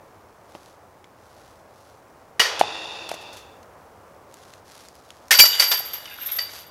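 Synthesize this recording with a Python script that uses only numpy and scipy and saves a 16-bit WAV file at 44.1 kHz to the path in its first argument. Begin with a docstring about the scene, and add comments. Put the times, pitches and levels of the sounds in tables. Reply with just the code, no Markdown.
"""A suburb hums far off while feet stir dry leaves and twigs snap. A putted disc clangs off a steel disc golf basket,
leaves the chains shivering and bounces away over the ground. A second disc crashes into the chains, which jingle
while it settles. Steel is decaying modes set off by volleys of contacts; leaves are coloured crackle; twigs and
shivering chains are resonated noise or contacts; the disc is short sines with a slap; the hum is coloured noise."""
import sys
import numpy as np
from scipy import signal
from scipy.fft import rfft, irfft
from scipy.io import wavfile
from scipy.ndimage import uniform_filter1d

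SR = 44100
rng = np.random.default_rng(int(sys.argv[2]) if len(sys.argv) > 2 else 0)


def wrap_up_sound(samples):
    """Save the sound to the file named by the first command line argument, as 16-bit audio."""
    columns = np.atleast_2d(samples).T
    # keep every value between -1 and 1, then stretch to whole-number steps
    tamed = np.clip(columns, -1, 1)
    steps = np.round(tamed * 32767).astype(np.int16)
    wavfile.write(sys.argv[1], SR, steps)


N = 295470
T = np.arange(N) / SR
BLOCK = 256
RING_T = np.arange(BLOCK * BLOCK) / SR  # time axis of one struck sound, s


def undb(db):
    """Gain of a level in dB."""
    return 10 ** (np.asarray(db) / 20)


def unit(x):
    """Scale to rms 1."""
    return x / np.sqrt(np.mean(x ** 2))


def add(out, s, x):
    """Mix x into out from time s."""
    i = int(s * SR)
    out[i:i + len(x)] += x[:N - i]


def shape(points, hz, tilt_db=0):
    """Gain of a (Hz, dB) spectrum at hz, tilted about 3 kHz by tilt_db per octave."""
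    f, db = np.transpose(points)
    octave = np.log2(np.maximum(hz, 1))
    level_db = np.interp(octave, np.log2(f), db)
    return undb(level_db + tilt_db * np.clip(octave - np.log2(3000), -3, 3))


def colour(x, points, tilt_db=0):
    """Give x a spectrum; rms 1."""
    gain = shape(points, np.fft.rfftfreq(len(x), 1 / SR), tilt_db)
    return unit(irfft(rfft(x) * gain, len(x)))


def resonate(x, modes):
    """Pass x through (Hz, width Hz, dB) resonances with steep skirts; rms 1."""
    f = np.fft.rfftfreq(len(x), 1 / SR)
    power = sum(undb(db) ** 2 / (1 + ((f - hz) / width) ** 2) ** 2 for hz, width, db in modes)
    return unit(irfft(rfft(x) * np.sqrt(power), len(x)))


def contacts(rate, spread_db, size):
    """Tiny collisions at random moments, rate a second, of uneven strength."""
    chance = rng.random(size)
    strength = rng.standard_normal(size)
    sign = rng.choice([-1, 1], size)
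    return (chance < rate / SR) * sign * undb(spread_db * strength)


def ring(modes, scatter_db=2, detune=0.):
    """Free decay of (Hz, dB, t60 s) modes, starting at rms 1; each strike shares the energy differently."""
    hz, db, t60 = np.transpose(modes)
    gain = undb(db + scatter_db * rng.standard_normal(len(hz)))
    gain = gain / np.sqrt(np.sum(gain ** 2) / 2)
    gain = gain * np.exp(2j * np.pi * rng.random(len(hz)))  # random phase
    hz = hz * (1 + detune * rng.standard_normal(len(hz)))
    pole = 2j * np.pi * hz - np.log(1000) / t60
    # each block of samples starts from the state that the modes have decayed to
    block_start = gain * np.exp(np.outer(RING_T[::BLOCK], pole))
    within_block = np.exp(np.outer(pole, RING_T[:BLOCK]))
    return (block_start @ within_block).imag.ravel()


def burst(t, rise, fade):
    """Quick rise and exponential fade, both time constants in s."""
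    return (1 - np.exp(-t / rise)) * np.exp(-t / fade)


def walk(rate):
    """Slow random wander, spread near 1, with rate new targets a second."""
    k = int(SR / rate)
    steps = np.repeat(rng.standard_normal(N // k + 1), k)
    return 1.3 * uniform_filter1d(uniform_filter1d(steps, k), k)[:N]


def arch(start, length, power=1.0):
    """Gain that rises and falls once, as half a sine raised to power."""
    return np.maximum(np.sin(np.pi * np.clip((T - start) / length, 0, 1)), 0) ** power


def run_down(start, rise, length, power, rise_power=1):
    """Gain of a motion that builds up, then is braked to a standstill by friction; power bends the run-down."""
    t = T - start
    build_up = np.sin(np.pi / 2 * np.clip(t / rise, 0, 1)) ** rise_power
    return build_up * np.clip((length - t) / (length - rise), 0, 1) ** power


# spectrum of the far hum: f/Hz, level/dB
HUM_SPECTRUM = [(25, -0.5), (50, -4.5), (85, 1.5), (125, -4), (200, -7.5), (320, -5), (580, -0.5),
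                (1100, -4.5), (2000, -16.5), (4000, -30), (5500, -27.5), (11500, -32), (15400, -31)]


def suburb(base_db=-50.5, swell_db=3, swell_s=2.4, swell_length_s=1.94):
    """Far traffic: coloured noise that wavers a little and swells once."""
    db = base_db + swell_db * arch(swell_s, swell_length_s) + 0.47 * walk(7.2)
    return colour(rng.standard_normal(N), HUM_SPECTRUM) * undb(db)


# spectrum of crackling dry leaves: f/Hz, level/dB
LEAF_SPECTRUM = [(300, -7), (1000, 0), (2500, -5.5), (4000, -2), (6000, -3), (8500, -10.5), (10500, -7.5),
                 (13000, -14), (15500, -27.5)]
# a foot presses or turns in the leaves: t/s, length/s, level/dB
FOOTSTEPS = [(.43, .34, -58), (1.166, 0.48, -60), (1.68, .34, -61.5), (4.28, 0.35, -56), (4.64, 0.27, -50),
             (4.793, .6, -59.5), (6.468, 0.18, -43.5)]


def leaves_underfoot(rustle_db=-69):
    """Uneven tiny contacts crackle with the pressure of the feet, over a constant faint rustle."""
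    power = undb(rustle_db) ** 2
    for s, length, db in FOOTSTEPS:
        power = power + (undb(db) * arch(s, length, power=0.62)) ** 2
    return colour(contacts(3000, 6, size=N), LEAF_SPECTRUM) * np.sqrt(power)


def trees(x, t60=1.0, echo_db=-21):
    """Trunks and houses scatter a faint, dull echo: x convolved with fading coloured noise."""
    echo_spectrum = [(100, -2.5), (600, -8), (3000, -6), (8000, -1), (15000, -24.5)]  # f/Hz, level/dB
    echo = colour(rng.standard_normal(len(RING_T)), echo_spectrum)
    echo = echo * burst(RING_T, 0.0097, t60 / np.log(1000))
    return undb(echo_db) * signal.fftconvolve(x, echo / np.sqrt(np.sum(echo ** 2)))[:N]


# twigs snapping underfoot: t/s, level/dB, resonance f/Hz
TWIG_SNAPS = [(0.5496, -33.5, 580), (.551, -37, 2800), (.66, -41, 5000), (1.043, -39, 2720),
              (4.342, -36, 6500), (4.434, -41.5, 5000), (4.537, -34, 3600), (4.886, -35.5, 5470),
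              (4.954, -40, 6500), (5.105, -30, 4150), (5.283, -34, 6000)]


def twigs():
    """A snap is noise through one broad resonance: a crack that is shorter the higher it is, and a faint tail."""
    out, t = np.zeros(N), RING_T[:8192]
    for s, db, hz in TWIG_SNAPS:
        crack = resonate(rng.standard_normal(len(t)), [(hz, 0.63 * hz, 0)])
        fade = np.exp(-t * hz / 4) + 0.048 * np.exp(-t / 0.014)
        add(out, s, undb(db) * crack * fade)
    return out


# broad resonances of the taut chains: f/Hz, width/Hz, level/dB
TAUT_CHAIN_MODES = [(330, 7.3, 2), (468, 110, -7.5), (860, 180, -1), (1470, 370, -10.5), (1890, 120, -9.5),
                    (2364, 21, -5.5), (2696, 122, 1.5), (3600, 160, 1), (4380, 250, -11), (4800, 310, -10),
                    (5580, 180, -12), (6360, 390, -18), (7240, 220, -19), (9780, 900, -26.5)]


def shiver(start=2.386, level_db=-33, slack_share=.15, taut_s=.14, count=3):
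    """Hanging chains chatter finely as the frame is struck, swelling in turn until friction stops them."""
    chatter = 0
    for size in 1 + .012 * np.linspace(-1, 1, count):
        modes = [(hz * size, width, db) for hz, width, db in TAUT_CHAIN_MODES]
        chatter = chatter + resonate(contacts(1800, 2, size=N), modes) * undb(1.2 * walk(8.9))
    strength = run_down(start, rise=0.32, length=1.27, power=1.41, rise_power=1.6)
    # the resonances start low, climb as the chains pull taut, and bend slowly as they sway
    slack = slack_share * np.exp(-np.maximum(T - start, 0) / taut_s)
    read_position = np.cumsum(1 - slack + .006 * walk(5))
    return np.interp(read_position, np.arange(N), unit(chatter)) * undb(level_db) * strength


def rods(count=360, t60_at_2khz=0.63, damping=0.68):
    """The basket's many rods, packed closer at low pitch; higher ones decay faster. Returns Hz and t60 in s."""
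    hz = 380 + 13500 * ((np.arange(count) + rng.random(count)) / count) ** 1.6
    t60 = t60_at_2khz * (hz / 2000) ** -damping * np.exp(0.36 * rng.standard_normal(count))
    return hz, t60


# spectrum of steel contacts, which also weights the rods: f/Hz, level/dB
CLATTER_SPECTRUM = [(150, -32), (300, -24), (450, -10), (800, -7.5), (1400, -3.5), (2000, -2.5), (3300, 0),
                    (4100, -2.5), (5400, 1), (7500, -8.5), (10000, -8.5), (11000, -12.5), (13000, -9),
                    (15500, -22.5)]
# strongest modes of the welded frame: f/Hz, level/dB, t60/s
FRAME_MODES = [(567, -4, 0.34), (990, -7.5, .5), (1030, 1, 0.34), (1449, -0.5, .45), (1740, 3, 0.39),
               (1900, 2.5, 0.39), (1916, 0, 0.57), (2090, 0, 0.32), (2346, 6, 0.27), (2901, -4.5, 1),
               (2980, -3, .5), (3182, -3, .5), (3300, -12, .35), (3740, -4, 0.19), (4310, -2.5, .3)]
# steel hoop that gathers the chains; close pairs beat: f/Hz, level/dB, t60/s before the chains choke it
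HOOP_MODES = [(2920, -22.5, 2.1), (2955, -17.5, 0.99), (4590, -5, 0.31), (4652, 0, 0.63), (4700, -3, 0.88),
              (4740, -8, 0.72), (4845, -7, .3), (5000, -12, .3), (5110, -13, .3), (5410, -14.5, 0.39),
              (5670, -13, 0.19), (6131, -17.5, .3), (6860, -21, 0.54), (7220, -14.5, .3), (8870, -25, .3),
              (9250, -20, .3), (12940, -12, .25), (12894, -6, .3), (13119, -16, 0.2)]


def blow(db, fade, hoop_db, struck_hz, clank_db, frame_db, full_tilt_db, rod_hz, rod_t60):
    """A volley of steel contacts sets rods, frame and chain hoop ringing; harder blows are brighter."""
    t = RING_T
    tilt_db = full_tilt_db + 0.1154 * db  # per octave
    clatter = colour(contacts(5000, 1.9, size=len(t)), CLATTER_SPECTRUM, tilt_db) * burst(t, 0.00083, fade)
    # the rod under the disc rings briefly, in a close pair of bending modes
    clank = ring([(.985 * struck_hz, 0, 1), (1.02 * struck_hz, -5, 1)]) * burst(t, 0.00063, 0.0098)
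    rod_db = 20 * np.log10(shape(CLATTER_SPECTRUM, rod_hz, tilt_db + 3.0))
    frame = ring(np.c_[rod_hz, rod_db, rod_t60], scatter_db=0.5)
    frame = frame + undb(-2) * ring(FRAME_MODES, scatter_db=1.5)
    # a longer volley feeds more into the frame
    frame = frame * undb(db + frame_db) * fade / .018
    # a dull blow reaches less of the hoop's top modes
    hoop_hz, mode_db, hoop_t60 = np.transpose(HOOP_MODES)
    dull_db = 3 * min(tilt_db, 0) * np.log2(np.maximum(hoop_hz / 4600, 1))
    hoop = ring(np.c_[hoop_hz, mode_db + dull_db, hoop_t60], scatter_db=2.5, detune=0.00047)
    # the chains fall back on the hoop and choke most of its ring
    free_share = 0.26
    hoop = hoop * (free_share + (1 - free_share) * np.exp(-t / 0.043))
    steel = (frame + undb(hoop_db) * hoop) * (1 - np.exp(-t / 0.0021))
    return undb(db) * clatter + undb(clank_db) * clank + steel


# the first disc clangs off the frame:
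# t/s, clatter level/dB, fade/s, hoop level/dB, struck rod f/Hz, rod level/dB
FRAME_CLANGS = [(2.3949, -15.5, 0.023, -30, 1910, -16.5), (2.3992, -18.5, 0.0083, -22, 2955, -8.5),
                (2.415, -25.5, .02, -29, 1940, -18.5), (2.455, -27.5, 0.018, -36, 1870, -20.5)]
# the second disc crashes into the chains and drops into the tray: same columns
CHAIN_CRASHES = [(5.3076, -8.5, 0.027, -27, 1824, -10), (5.328, -23, .017, -23, 2110, -11),
                 (5.344, -22, 0.023, -14, 1477, -20), (5.387, -10.5, 0.011, -8, 2902, -14),
                 (5.3918, -3, 0.011, -19, 2940, -8), (5.402, -5, 0.007, -2.5, 2363, -6),
                 (5.452, -14, 0.011, -12.5, 2930, -21), (5.597, -12, 0.018, -17, 4660, -7),
                 (5.622, -18, 0.027, -16.5, 2040, -22), (5.7141, -15.5, 0.021, -20, 3510, -17.5),
                 (5.934, -36, 0.03, -37, 3300, -46), (6.056, -31, 0.0043, -54, 3000, -36),
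                 (6.3858, -25.5, 0.013, -22, 1960, -24)]


def basket():
    """Both discs strike the same set of rods, with their own frame level and brightness."""
    out = np.zeros(N)
    rod_hz, rod_t60 = rods()
    # frame level against the clatter for an 18 ms fade (dB), tilt at full force (dB per octave)
    for blows, frame_db, full_tilt_db in [(FRAME_CLANGS, -5.5, -0.5), (CHAIN_CRASHES, -16, 1.56)]:
        for s, *strike in blows:
            add(out, s, blow(*strike, frame_db, full_tilt_db, rod_hz, rod_t60))
    return out


# the plastic disc knocks on earth or steel: t/s, relative level/dB, plate f/Hz
DISC_KNOCKS = [(2.398, -23.5, 361), (2.612, 3, 762), (2.637, -17.5, 830), (3.1153, -16, 680),
               (3.141, -25.5, 645), (5.439, -17.5, 670), (5.4406, -13.5, 1360), (5.736, -22, 895),
               (5.804, -25.5, 730), (6.187, -30, 1420)]


def disc(fade=0.0017, slap_db=-7, thump_db=-42):
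    """A knock: a few cycles of the plastic plate, a sharp slap of the rim and a low thump."""
    out, t = np.zeros(N), RING_T[:4096]
    slap_modes = [(2085, 700, 8.0), (4500, 3000, -16)]  # f/Hz, width/Hz, level/dB
    for s, db, hz in DISC_KNOCKS:
        plate = 2 * np.sin(2 * np.pi * hz * t) * burst(t, 0.00061, fade)
        slap = resonate(rng.standard_normal(len(t)), slap_modes) * burst(t, .0001, 0.00098)
        thump = np.sin(2 * np.pi * 160 * t) * burst(t, 0.0007, 0.015)
        add(out, s, undb(db) * (plate + undb(slap_db) * slap + undb(thump_db) * thump))
    return out


# the disc bounces and flops on dry leaves: t/s, level/dB, fade/s
LEAF_CRUNCHES = [(2.593, -23.5, 0.014), (3.09, -29.5, 0.007), (3.112, -32.5, 0.0091), (3.138, -37, 0.014),
                 (3.211, -46.5, .022), (3.328, -41.5, 0.023), (3.364, -42.5, 0.034), (3.629, -46.5, .004)]


def disc_on_leaves():
    """Each landing is a short fading burst of leaf crackle."""
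    out, t = np.zeros(N), RING_T[:8192]
    for s, db, fade in LEAF_CRUNCHES:
        crackle = colour(contacts(4000, 2.5, size=len(t)), LEAF_SPECTRUM)
        add(out, s, undb(db) * crackle * burst(t, 0.00059, fade))
    return out


# the chains swing together and bunch: t/s, length/s, jingle level/dB, scrape level/dB
CHAIN_SWINGS = [(5.307, .22, -22, -40), (5.482, 0.14, -41, -32), (5.597, 0.22, -29, -35.5),
                (6.173, 0.34, -36.5, -40)]


def chain_motion(sway_jingle_db=-42, sway_scrape_db=-42.5):
    """Strength of jingle and scrape: swings on top of a sway that friction stops."""
    sway = run_down(start=5.31, rise=.05, length=1.46, power=0.47)
    jingle, scrape = undb(sway_jingle_db) * sway, undb(sway_scrape_db) * sway
    for s, length, jingle_db, scrape_db in CHAIN_SWINGS:
        swing = arch(s, length, power=0.65)
        jingle = np.hypot(jingle, undb(jingle_db) * swing)
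        scrape = np.hypot(scrape, undb(scrape_db) * swing)
    return jingle, scrape


# chain links ringing freely, before each sound's own fade: f/Hz, level/dB, t60/s
LINK_MODES = [(11630, -2, 0.27), (11730, 2, 0.23), (11740, 7.5, 0.21), (12270, -4, 0.18),
              (12300, 4.5, 0.31), (12800, -9, .2), (12760, -4.5, 0.23), (12880, -3, 0.19),
              (13450, -1.5, 0.18), (13800, -20, 0.16), (14500, -20, .1)]
# spectrum of links scraping and ticking: f/Hz, level/dB
SCRAPE_SPECTRUM = [(200, -31), (500, -6.5), (1400, 1.5), (2100, 3), (2500, -11), (3500, 6), (4200, -3.5),
                   (5500, -2.5), (8000, -12.5), (10000, -6), (11000, -11), (12500, -17), (14000, -14),
                   (15500, -19)]


def swinging_chains(rattle_db=-2, count=8):
    """Links of slightly different size jingle and scrape, and each chain rattles a rod it hangs from."""
    jingle, rattle = np.zeros(N), np.zeros(N)
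    for _ in range(count):
        link = ring(LINK_MODES, scatter_db=5.5, detune=0.00515) * burst(RING_T, 0.0036, 0.034)
        jingle += signal.fftconvolve(contacts(12, 2.6, size=N), link)[:N]
        rod_modes = [(hz, 0, .2) for hz in rng.uniform(1299, 4000, size=7)]
        rod = ring(rod_modes) * burst(RING_T, 0.0011, 0.069)
        rattle += signal.fftconvolve(contacts(24, 5.5, size=N), rod)[:N]
    scrape = colour(contacts(1400, 3.0, size=N), SCRAPE_SPECTRUM) + undb(rattle_db) * unit(rattle)
    jingle_gain, scrape_gain = chain_motion()
    return jingle_gain * unit(jingle) + scrape_gain * unit(scrape)


# single links clinking: t/s, relative level/dB, strongest ring f/Hz
LINK_CLINKS = [(5.329, -22, 11700), (5.397, -8.5, 13100), (5.59, -23, 12200), (5.69, -25.5, 11800),
               (5.707, -21.5, 13100), (5.732, -24, 12200), (5.768, -24.5, 11900), (5.787, -26.5, 11800),
               (5.854, -33, 12900), (5.932, -26.5, 13100), (6.218, -34.5, 13000), (6.258, -25.5, 12800),
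               (6.3143, -23.5, 11600), (6.361, -25.5, 12200)]


def clinks(tick_db=-15, focus_hz=350):
    """Where a link is touched decides which of its modes speak; a bright tick of contacts starts each clink."""
    out, t = np.zeros(N), RING_T
    hz, link_db, t60 = np.transpose(LINK_MODES)
    for s, db, ring_hz in LINK_CLINKS:
        # modes lose 3 dB for each focus_hz away from the strongest ring
        modes = np.c_[hz, link_db - 3 * np.abs(hz - ring_hz) / focus_hz, t60]
        link = ring(modes, scatter_db=6, detune=0.0045) * burst(t, 0.0044, 0.022)
        tick = colour(contacts(1000, 2.6, size=len(t)), SCRAPE_SPECTRUM, tilt_db=8)
        tick = tick * burst(t, 0.0015, 0.019)
        add(out, s, 2 * undb(db) * (link + undb(tick_db) * tick))
    return out


def scene():
    """Nearby sounds with their echo from the trees, over the far suburb."""
    ground = leaves_underfoot() + twigs() + disc_on_leaves()
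    steel = shiver() + basket() + swinging_chains() + clinks()
    near = ground + steel + disc()
    return (near + trees(near) + suburb())[None]


def record(dry, low_cut_hz=65, top_hz=15700):
    """Peaks past full scale are clipped; then the deepest bass and the top are cut."""
    low_cut = signal.butter(2, low_cut_hz, "high", fs=SR, output="sos")
    top_cut = signal.ellip(8, .2, 70, top_hz, fs=SR, output="sos")
    clipped = np.clip(dry, -1, 1)
    return signal.sosfilt(top_cut, signal.sosfilt(low_cut, clipped))


dry = scene()
out = record(dry)
wrap_up_sound(out)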